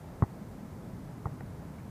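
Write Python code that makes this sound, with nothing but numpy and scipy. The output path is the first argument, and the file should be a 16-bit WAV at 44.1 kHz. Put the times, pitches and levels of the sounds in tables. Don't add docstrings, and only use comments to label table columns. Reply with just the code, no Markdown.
import sys
import numpy as np
from scipy import signal
from scipy.io import wavfile
from scipy.ndimage import uniform_filter1d

SR = 44100
rng = np.random.default_rng(int(sys.argv[2]) if len(sys.argv) > 2 else 0)


def master_out(mix):
    frames = np.transpose(np.atleast_2d(mix))
    ceiling = np.clip(frames, -1, 1)
    pcm = np.round(ceiling * 32767).astype(np.int16)
    wavfile.write(sys.argv[1], SR, pcm)


def field_ratio(decibels):
    return 10 ** (np.asarray(decibels, dtype=float) / 20)


N = 83790

# band_hz, density_db [dB per Hz]
TRAFFIC_SPECTRUM = [(20, -23), (54, -5.5), (160, 0.5), (359, -15), (770, -19), (1250, -26.5), (2350, -35),
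                    (2800, -68)]
# time_s, gust_db
WIND_GUSTS = [(0.0, -44.5), (0.57, -45.5), (1.0, -45.5), (1.502, -44), (1.9, -45.5)]
# start_s, level_db, ring_hz, t60_s
KNOCKS = [
    (1.4072, -41, 1910, 0.011),
    (1.406, -43, 1470, 0.019),
    (1.4092, -35.5, 750, .015),
    (1.4089, -34.5, 167, 0.042),
    (.512, -48, 686, .015),
    (0.934, -37.5, 106, 0.12),
    (1.784, -55.5, 2250, 0.045),
    (1.801, -57, 2400, 0.014),
]
# start_s, level_db, cavity_hz, t60_s
SKIN_SLAPS = [
    (.2233, -20.5, 1080, 0.015),
    (.2264, -37, 785, 0.013),
    (.2351, -31.5, 953, 0.027),
    (.2376, -30.5, 824, .02),
    (1.2557, -40, 1210, 0.0068),
    (1.2566, -29.5, 1250, .015),
    (1.2575, -27, 1040, 0.0065),
    (1.2599, -31.5, 846, 0.017),
    (1.2686, -30.5, 780, 0.011),
]
# ring_hz, relative_db, t60_s
SKIN_MODES = [(520, -18, .02), (1900, -19, .03)]
# touch_s, squash_db, deepest_squash_s, rebound_s, air_ahead_db
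BALL_BOUNCES = [
    (.2239, -12.5, .0041, .0061, -19),
    (1.2559, -24, .0050, .0052, -36),
]

TRAFFIC_DB, SWELL_DB, FLICKER_DB, GUSTY_BELOW_HZ = -43.5, .5, 1.5, 250
LEAD_S = .006
PUSH_S, REBOUND_SHARE, LOBE_POWER, SUCK_POWER = .0041, .85, .55, 1.2
AHEAD_S, SPRING_BACK_DB = .0011, -16
RATTLE_DB, RATTLE_HZ, RATTLE_WIDTH_HZ, RATTLE_T60_S = -21, 870, 660, 0.1
GRASS_HZ = 2090
HISS_DB, HISS_TILT, MIC_LOW_HZ = -65, 0.32, 7.8
TOP_HZ, EDGE_HZ, EDGE_RATE_HZ = 15250, 15000, 16


def level(x, db):
    return x * field_ratio(db) / np.sqrt(np.mean(x ** 2))


def peak(x, db):
    return x * field_ratio(db) / np.max(np.abs(x))


def band(x, hz, width):
    return signal.lfilter(*signal.iirpeak(hz, hz / width, fs=SR), x)


def ring(x, hz, t60):
    t = np.arange(len(x)) / SR
    mode = np.sin(2 * np.pi * hz * t) * 1000. ** (-t / t60)
    return np.convolve(x, mode)[:len(x)]


def add(out, x, s):
    i = int(s * SR)
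    out[i:i + len(x)] += x[:N - i]


def walk(rate):
    k = int(SR / rate)
    steps = np.repeat(rng.standard_normal(N // k + 1), k)
    return 2.0 * uniform_filter1d(uniform_filter1d(steps, k), k)[:N]


def traffic():
    out, swell = 0, walk(0.82)
    table_hz, table_db = np.array(TRAFFIC_SPECTRUM).T
    gust = np.interp(np.arange(N) / SR, *np.array(WIND_GUSTS).T)
    gust = gust - gust.mean()
    for hz in 25 * 2 ** (np.arange(21) / 3):
        steady_db = np.interp(np.log(hz), np.log(table_hz), table_db)
        gusty = min(1, GUSTY_BELOW_HZ / hz)
        db = steady_db + SWELL_DB * swell + gusty * (gust + FLICKER_DB * walk(8.65))
        noise = band(band(rng.standard_normal(N), hz, hz / 3), hz, hz / 3)
        out = out + field_ratio(db) * noise
    return level(out, TRAFFIC_DB)


def tap(db, hz, t60):
    push = np.zeros(SR // 10)
    push[:17] = np.hanning(17)
    return -peak(ring(push, hz, t60), db)


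def slap(db, hz, t60):
    cavity = tap(db, hz, t60)
    skin = sum(tap(db + skin_db, skin_hz, skin_t60) for skin_hz, skin_db, skin_t60 in SKIN_MODES)
    return cavity + skin


def lobe(t, start, span, power=LOBE_POWER):
    phase = np.clip((t - start) / span, 0, 1)
    return np.sin(np.pi * phase).clip(0) ** power * PUSH_S / span


def bounce(squash_db, deep, rebound, ahead_db):
    t = np.arange(SR // 8) / SR - LEAD_S
    refill = PUSH_S + deep
    end = refill + rebound
    suck = (1 + REBOUND_SHARE) * lobe(t, PUSH_S, deep, SUCK_POWER) * 0.79
    thump = lobe(t, 0, PUSH_S) - suck + REBOUND_SHARE * lobe(t, refill, rebound)
    spring_back = field_ratio(squash_db + SPRING_BACK_DB) * lobe(t, end - .0005, 0.0021)
    thump = peak(thump, squash_db) - spring_back
    ahead = field_ratio(ahead_db) * np.exp(np.minimum(t, 0) / AHEAD_S) * (t < 0)
    rattle = band(rng.standard_normal(len(t)), RATTLE_HZ, RATTLE_WIDTH_HZ)
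    rattle = rattle * (t > 0) * 1000. ** (-t / RATTLE_T60_S)
    return uniform_filter1d(thump - ahead, size=21) + peak(rattle, squash_db + RATTLE_DB)


def scene():
    out, ball = traffic(), np.zeros(N)
    for s, *knock in KNOCKS:
        add(out, tap(*knock), s)
    for s, *blow in SKIN_SLAPS:
        add(ball, slap(*blow), s)
    for s, *blow in BALL_BOUNCES:
        add(ball, bounce(*blow), s - LEAD_S)
    grass = signal.butter(7, GRASS_HZ, fs=SR, output="sos")
    return (out + signal.sosfiltfilt(grass, ball))[None]


def lowpass(x, hz):
    return signal.sosfiltfilt(signal.ellip(8, .1, 40, hz, fs=SR, output="sos"), x)


def roll_off(x):
    return signal.sosfilt(signal.butter(12, 15480, fs=SR, output="sos"), x)


def record(dry):
    hiss = level(signal.lfilter([1], [1, -HISS_TILT], rng.standard_normal(N)), HISS_DB)
    bass_cut = signal.butter(1, MIC_LOW_HZ, "high", fs=SR, output="sos")
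    x = signal.sosfilt(bass_cut, dry) + hiss
    full, cut = lowpass(x, TOP_HZ), lowpass(x, EDGE_HZ)
    gate = uniform_filter1d(1. * (walk(EDGE_RATE_HZ) > 0), size=600)
    return roll_off(cut + gate * (full - cut))


dry = scene()
out = record(dry)
master_out(out)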